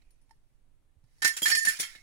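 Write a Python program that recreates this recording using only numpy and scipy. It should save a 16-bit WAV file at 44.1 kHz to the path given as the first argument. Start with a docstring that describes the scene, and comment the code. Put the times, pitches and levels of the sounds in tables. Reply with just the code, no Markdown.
"""Steel tubes dropped on gravel

A gloved hand holds a bundle of square steel tubes that clink faintly, then drops them on gravel and steel hoops.
Blows ring decaying tube modes, crunch the gravel (shaped grains) and thud the ground (band noise).
Beating bends ring between bounces; a faint scrape, finger bumps, light wind and hiss lie under it.
The two ports of a phone colour the sound differently."""
import sys
import numpy as np
from scipy import signal
from scipy.fft import rfft, irfft
from scipy.io import wavfile
from scipy.ndimage import uniform_filter1d

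SR = 44100
rng = np.random.default_rng(int(sys.argv[2]) if len(sys.argv) > 2 else 0)


def transcribe(signal):
    """Save signal, clipped to [-1, 1], as a 16-bit WAV file at the path in sys.argv[1]."""
    frames = np.atleast_2d(signal).T
    limited = np.clip(frames, -1, 1)
    pcm = np.round(limited * 32767).astype(np.int16)
    wavfile.write(sys.argv[1], SR, pcm)


N = 89170
PAD = 8942  # samples
HZ = np.maximum(np.fft.rfftfreq(N + PAD, 1 / SR), 1)
T = np.arange(N) / SR
CONTACT_S = 0.00054  # steel stays in touch this long, so each ring starts softly

# Blows of the drop, relative levels: t/s, crunch/dB, thud/dB, long tube/dB, short tube/dB, middle tube/dB,
# low walls/dB, high walls/dB, crunch t60/s, brightness (+ treble, - bass)/dB, crunch build-up/s
BLOWS = [(1.2196, -18, -50.5, -33, -41.5, -62, -44, -50, 0.13, -3, 0.0026),
         (1.245, -8, -38, -19.5, -46.5, -29, -29.5, -50, 0.13, -1.5, 0.002),
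         (1.2744, -16.5, -80, -26, -68, -64, -44, -34.5, 0.064, 7.5, 0.0028),
         (1.3345, -72, -67, -71, -52, -80, -47, -74, 0.072, -34, 0.0071),
         (1.3663, -20.5, -79, -58, -44.5, -76, -36.5, -63, 0.11, 0.5, 0.00096),
         (1.419, -20, -36, -59, -36.5, -72, -40.5, -32, 0.036, -1, 0.00097),
         (1.4294, -26.5, -88, -68, -25, -70, -34, -61, 0.38, 3, 0.0088),
         (1.4565, -13, -67, -13.5, -62, -36, -32, -55, 0.11, -2, 0.0019),
         (1.4772, -17, -51.5, -65, -45, -36, -31, -62, 0.18, 1.5, 0.0033),
         (1.4999, -15.5, -49.5, -22, -39.5, -71, -35.5, -33.5, 0.11, -2, 0.00083),
         (1.516, -14.5, -51.5, -18, -53, -23, -62, -57, 0.076, -1.5, 0.0014),
         (1.5495, -13, -50, -44, -43, -29, -33, -33, 0.072, 0, 0.0014),
         (1.5721, -30, -58, -47, -68, -41, -39, -30, 0.13, 8, 0.0068),
         (1.5861, -26.5, -58, -45, -65, -65, -32.5, -46, 0.14, 0, 0.004),
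         (1.621, -25.5, -64, -42, -95, -47, -44.5, -63, 0.075, 6, 0.0061),
         (1.6491, -18.5, -53, -28, -49, -67, -36.5, -29, 0.17, 0.5, 0.0017),
         (1.6715, -23, -46, -38, -75, -62, -32.5, -62, 0.42, -1.5, 0.0028),
         (1.6831, -20, -48, -30.5, -64, -42, -61, -28.5, 0.071, 9.5, 0.0037),
         (1.7906, -26.5, -57, -33, -60, -55, -61, -40, 0.1, -2, 0.0048),
         (1.7971, -15, -45, -61, -65, -52, -35.5, -44, 0.11, 3.5, 0.0038),
         (1.8282, -12, -58.5, -28, -62, -42.5, -49, -58, 0.051, -6, 0.021),
         (1.9502, -40.5, -55.5, -38, -84, -62, -93, -88, 0.065, -11, 0.0056)]
# Faint sounds before the drop: clinks in the hand; the row at 0.293 s is a faint rough clink # just before the
# clink at 0.308 s. Relative levels: t/s, rasp/dB, bundle knock/dB, middle tube/dB, # high walls/dB,
# brightness/dB
FAINT_SOUNDS = [(0.0188, -58, -82, -94, -95, -6), (0.1065, -56, -99, -84, -67.5, 0),
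                (0.215, -63, -85, -88, -77.5, 3), (0.293, -59, -71, -87, -81, -3),
                (0.3084, -49.5, -54.5, -82, -79, -1), (1.039, -61, -80, -87, -86, -0.5),
                (1.182, -60, -78, -73.5, -75, 0)]


def undb(db):
    """Decibels to amplitude."""
    return 10 ** (np.asarray(db) / 20)


def unit(x):
    """Scale to unit rms."""
    return x / np.sqrt(np.mean(x ** 2))


def over_hz(table):
    """A (Hz, value) table read at every bin, linear in log frequency."""
    hz, value = np.array(table, float).T
    return np.interp(np.log(HZ), np.log(hz), value)


def shape(x, gain):
    """Filter by a gain per bin, padded so that tails do not wrap."""
    return irfft(rfft(x, N + PAD) * gain, N + PAD)[..., :N]


def fade(start_s, t60_s):
    """Zero before the start, then an exponential decay."""
    age_s = np.maximum(T - start_s, 0)
    return (T >= start_s) * 1000. ** (-age_s / max(t60_s, .005))


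def swell(start_s, t60_s, build_s):
    """Builds up, then dies away."""
    return fade(start_s, t60_s) * (1 - fade(start_s, 7 * build_s))


def tone(start_s, hz):
    """A sine with zero phase at the start."""
    return np.sin(2 * np.pi * hz * (T - start_s))


def ring(x, hz, t60_s):
    """One mode struck by x; a unit pulse builds up to amplitude near 1."""
    turn = np.exp(2j * np.pi * hz / SR)
    touch = np.exp(-1 / (CONTACT_S * SR))
    decay = np.exp(-np.log(1000) / (t60_s * SR))
    soft = signal.lfilter([1 - touch], [1, -touch * turn], x)
    return signal.lfilter([1], [1, -turn * decay], soft).imag


def grains():
    """Dense clicks of very unequal size."""
    spread_db = 2.5
    return unit(rng.standard_normal(N) * undb(spread_db * rng.exponential(size=N)))


def jangle():
    """Grains through countless narrow rings of loose steel that come and go."""
    ring_depth_db = 6  # rms
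    z = signal.stft(grains(), nperseg=1024)[2]
    rings = unit(uniform_filter1d(rng.standard_normal(z.shape), size=5))
    return unit(signal.istft(z * undb(ring_depth_db * rings), nperseg=1024)[1][:N])


def ports(x, other, balance_db, phase_rad, likeness):
    """Balance x over two ports; the left is turned in phase and takes a share of unrelated sound."""
    like = np.clip(over_hz(likeness), 0, 1)
    shared, unshared = np.sqrt(like), np.sqrt(1 - like)
    tilt = undb(over_hz(balance_db) / 2)
    norm = 2 / np.hypot(tilt, 1 / tilt)
    left = shape(x, norm * tilt * np.exp(1j * phase_rad) * shared)
    left = left + shape(other, norm * tilt * unshared)
    right = shape(x, norm / tilt)
    return np.array([left, right])


def contacts():
    """Blows and faint sounds as one table with the columns of BLOWS."""
    off_db, t60_s, build_s = -150, 0.025, 0.0013
    faint = [(s, rasp, knock, off_db, off_db, middle, off_db, high, t60_s, bright, build_s)
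             for s, rasp, knock, middle, high, bright in FAINT_SOUNDS]
    return np.array([*BLOWS, *faint], float)


def air():
    """Wind rumble that gusts, over steady hiss: shaped noise, its low part slowly modulated."""
    # Wind and hiss spectrum, relative: f/Hz, density/dB per Hz
    spectrum = [(15, -1.5), (25, -7.5), (59, -22.5), (150, -26), (169, -37), (269, -33.5), (405, -39.5),
                (1850, -50), (3410, -53), (5600, -61), (9190, -53), (16000, -66)]
    # Likeness of the ports: f/Hz, likeness/0-1
    air_likeness = [(60, 0.17), (640, 0.032), (3000, 0.021)]
    # Left minus right: f/Hz, level/dB
    air_balance = [(60, -11), (400, 0), (5000, -1), (15000, 11)]
    level_db, gust_rms_db = -64, 1  # level: rms of the port mean
    a, b = (shape(rng.standard_normal(N), undb(over_hz(spectrum)) * (HZ > 8)) for _ in "ab")
    slow = uniform_filter1d(rng.standard_normal(N), size=3000)
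    gust = unit(uniform_filter1d(slow, size=3000))
    low = 1 / (1 + (HZ / 900) ** 2)
    both = ports(a, b, air_balance, 0, air_likeness)
    both = np.array([shape(c, low) * undb(gust_rms_db * gust) + shape(c, 1 - low) for c in both])
    return both * undb(level_db) / np.sqrt(np.mean(both.mean(0) ** 2))


def bumps():
    """Fingers on the phone: low sines that swell and decay."""
    # Finger bumps: t/s, level/dB, f/Hz, t60/s
    finger_bumps = [(0.968, -47.5, 74, 0.07), (1.036, -48, 120, 0.068)]
    build_s = 0.0067
    return sum(undb(db) * swell(s, t60, build_s) * tone(s, hz) for s, db, hz, t60 in finger_bumps)


def scrape():
    """The tubes settle in the glove: grains through one narrow resonance, dying away."""
    center_hz, width_hz, level_db, t60_s = 2470, 250, -81.5, 0.98
    band = 1 / (1 + 1j * (HZ - center_hz ** 2 / HZ) / width_hz)
    rub = unit(shape(np.array([grains(), grains()]), band))
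    return undb(level_db) * fade(0, t60_s) * rub


def knocks():
    """The gripped bundle's damped modes swell and die fast at each faint sound, at its knock level."""
    # Gripped bundle's modes: f/Hz, relative level/dB, t60/s
    bundle_modes = [(892, 2, 0.055), (1860, -8, 0.037), (4450, -17, .045), (5400, -12, 0.058)]
    out = np.zeros(N)
    for s, _, knock_db, *_ in FAINT_SOUNDS:
        for hz, mode_db, t60 in bundle_modes:
            out += undb(knock_db + mode_db) * swell(s, t60, CONTACT_S) * tone(s, hz)
    return out


def thuds():
    """Each blow thuds the ground: decaying noise through a broad resonance, two unrelated draws."""
    center_hz, width_hz, t60_s, trim_db = 209, 400, 0.078, -5
    env = sum(undb(blow[2] + trim_db) * fade(blow[0], t60_s) for blow in BLOWS)
    band = (1 / (1 + 1j * (HZ - center_hz ** 2 / HZ) / width_hz)) ** 2
    band = band / np.sqrt(np.mean(abs(band) ** 2))
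    return shape(env * rng.standard_normal((2, N)), band)


def gravel(hits):
    """Jangling grains: crunch or rasp and faint settling at each row, over the tubes' rub in the glove."""
    # Gravel spectrum, relative, before the bass cut: f/Hz, density/dB per Hz
    spectrum = [(300, -29), (1040, -21.5), (1580, -7.5), (1770, -0.5), (2790, -11.5), (5460, -7),
                (7890, -12), (9980, -8), (12800, -21.5), (15400, -14), (16500, -33)]
    # Tubes rub in the glove: t/s, level/dB
    rub = [(0.0, -85), (0.946, -95.5), (1.215, -72)]
    trim_db, tail_db, tail_t60_s = -11, -23, 0.47
    bass_cut_hz, split_hz = 300, 4500
    low, high = 0, 0
    for s, db, *_, t60, bright, build in hits:
        settling = undb(tail_db) * swell(s, tail_t60_s, build)
        env = undb(db + trim_db) * (swell(s, t60, build) + settling)
        low = np.hypot(low, env * undb(-bright))
        high = np.hypot(high, env * undb(bright))
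    slide = undb(np.interp(T, *np.array(rub).T, right=-120))
    low, high = np.hypot(low, slide), np.hypot(high, slide)
    colour = undb(over_hz(spectrum)) * HZ / np.hypot(HZ, bass_cut_hz)
    colour = colour / np.sqrt(np.mean(abs(colour) ** 2))
    treble = 1 / (1 + (split_hz / HZ) ** 4)  # share of power
    return np.array([shape(jangle() * low, colour * np.sqrt(1 - treble))
                     + shape(jangle() * high, colour * np.sqrt(treble)) for _ in "ab"])


def bends():
    """The lowest bends ring freely while the tubes bounce, beat against each other and die once they land."""
    # Lowest bends, close enough to beat: f/Hz, side struck/+-1, free t60/s
    bend_modes = [(1775, -1, .9), (1789, -1, .9), (1811, 1, 1.1)]
    # Bounces that set them ringing: t/s, level of each bend/dB x3, time the gravel damps them/s
    bounces = [(1.221, -45, -40, -29, 1.245), (1.246, -45, -30, -23, 1.295), (1.457, -27, -24, -40, 1.475),
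               (1.671, -38, -19, -32, 1.685), (1.515, -33, -26, -26, 1.645)]
    landed_t60_s = 0.15
    out = 0
    for s, *levels_db, lands in bounces:
        damping = np.where(T < lands, 1, fade(lands, landed_t60_s))
        for db, (hz, side, t60) in zip(levels_db, bend_modes):
            out = out + side * undb(db) * damping * swell(s, t60, CONTACT_S) * tone(s, hz)
    return out


def tubes(hits):
    """Each row's pulse and the chatter after it ring the modes of all tubes, as heard from two places."""
    # Modes of each tube or wall group: f/Hz, relative level/dB, t60/s
    long_tube = [(1760, -6.5, 0.027), (2158, -21, 0.35)]
    short_tube = [(3262, -1, .16), (4915, -9, .16), (7111, -6, .17), (9647, -7, .1), (10400, -10, .15),
                  (11960, -7, .14)]
    middle_tube = [(4484, -2, .2), (5308, -6, 0.2), (5390, -4, .16)]
    low_walls = [(5600, -8, .11), (6158, -10, .08), (6870, -6, .16), (7115, -4, .15), (7262, -9, .14),
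                 (7345, -9, .12)]
    high_walls = [(8790, -8, .15), (9458, -5, .08), (9655, -2, .13), (10085, -7, .13), (10830, -9, .13),
                  (11236, -11, .15), (14440, -12, .05)]
    scatter_db, chatter_db = 2.5, -8.5  # strike place varies (walls only); re-touching after a blow
    out, at = 0, (hits[:, 0] * SR).astype(int)
    chatter = np.array([grains(), grains()])
    for col, modes in enumerate((long_tube, short_tube, middle_tube, low_walls, high_walls)):
        levels_db = hits[:, 3 + col]
        chatter_env = 0
        for db, hit in zip(levels_db, hits):
            s, t60 = hit[0], hit[8]
            # the root gives chatters of any length like energy
            chatter_env = chatter_env + undb(db + chatter_db) * fade(s, t60) / np.sqrt(t60 * SR / 14)
        shake = chatter * chatter_env
        size = (len(hits), len(modes))
        place_db = rng.standard_normal(size) * scatter_db * (col > 2)
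        turn = np.exp(2j * np.pi * rng.random(size))  # random phase at the second place
        for k, (hz, mode_db, t60) in enumerate(modes):
            push = shake.astype(complex)
            phases = np.array([np.ones(len(hits)), turn[:, k]])
            push[:, at] += undb(levels_db + place_db[:, k]) * phases
            out = out + undb(mode_db) * ring(push, hz, t60)
    return out


def scene():
    """Sum the sources, each as the two ports hear it."""
    # Left minus right: f/Hz, level/dB
    balance = [(60, -12), (250, -2), (500, -0.5), (1100, -0.5), (1750, -11.5), (2700, -10), (4900, -5.5),
               (6300, -11), (7300, -6.5), (9400, 12.5), (12000, 6), (15000, 0.5)]
    # Phase of the left port: f/Hz, phase/rad
    phase_table = [(1, 2), (950, -0.02), (1720, -2.5), (3270, -8.5), (4570, -15), (8270, -21.5)]
    # Likeness of the ports for all but the ringing steel and the air: f/Hz, likeness/0-1
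    near_likeness = [(60, 0.48), (300, 0.39), (700, 0.64), (3000, 0.13)]
    phase = over_hz(phase_table)
    hits = contacts()
    direct, other = gravel(hits) + thuds() + scrape()
    direct = direct + knocks() + bumps()
    near = ports(direct, other, balance, phase, near_likeness)
    steel = ports(*tubes(hits), balance, phase, [(1, 0.15)])
    bent = ports(bends(), 0 * T, balance, phase, [(1, 0.74)])
    return near + steel + bent + air()


def record(dry):
    """The phone rounds the loudest peaks and cuts the top."""
    ceiling, top_hz = .45, 16000
    rounded = ceiling * np.tanh(dry / ceiling)
    top_cut = signal.ellip(8, .2, 70, top_hz, fs=SR, output="sos")
    return signal.sosfilt(top_cut, rounded)


dry = scene()
out = record(dry)
transcribe(out)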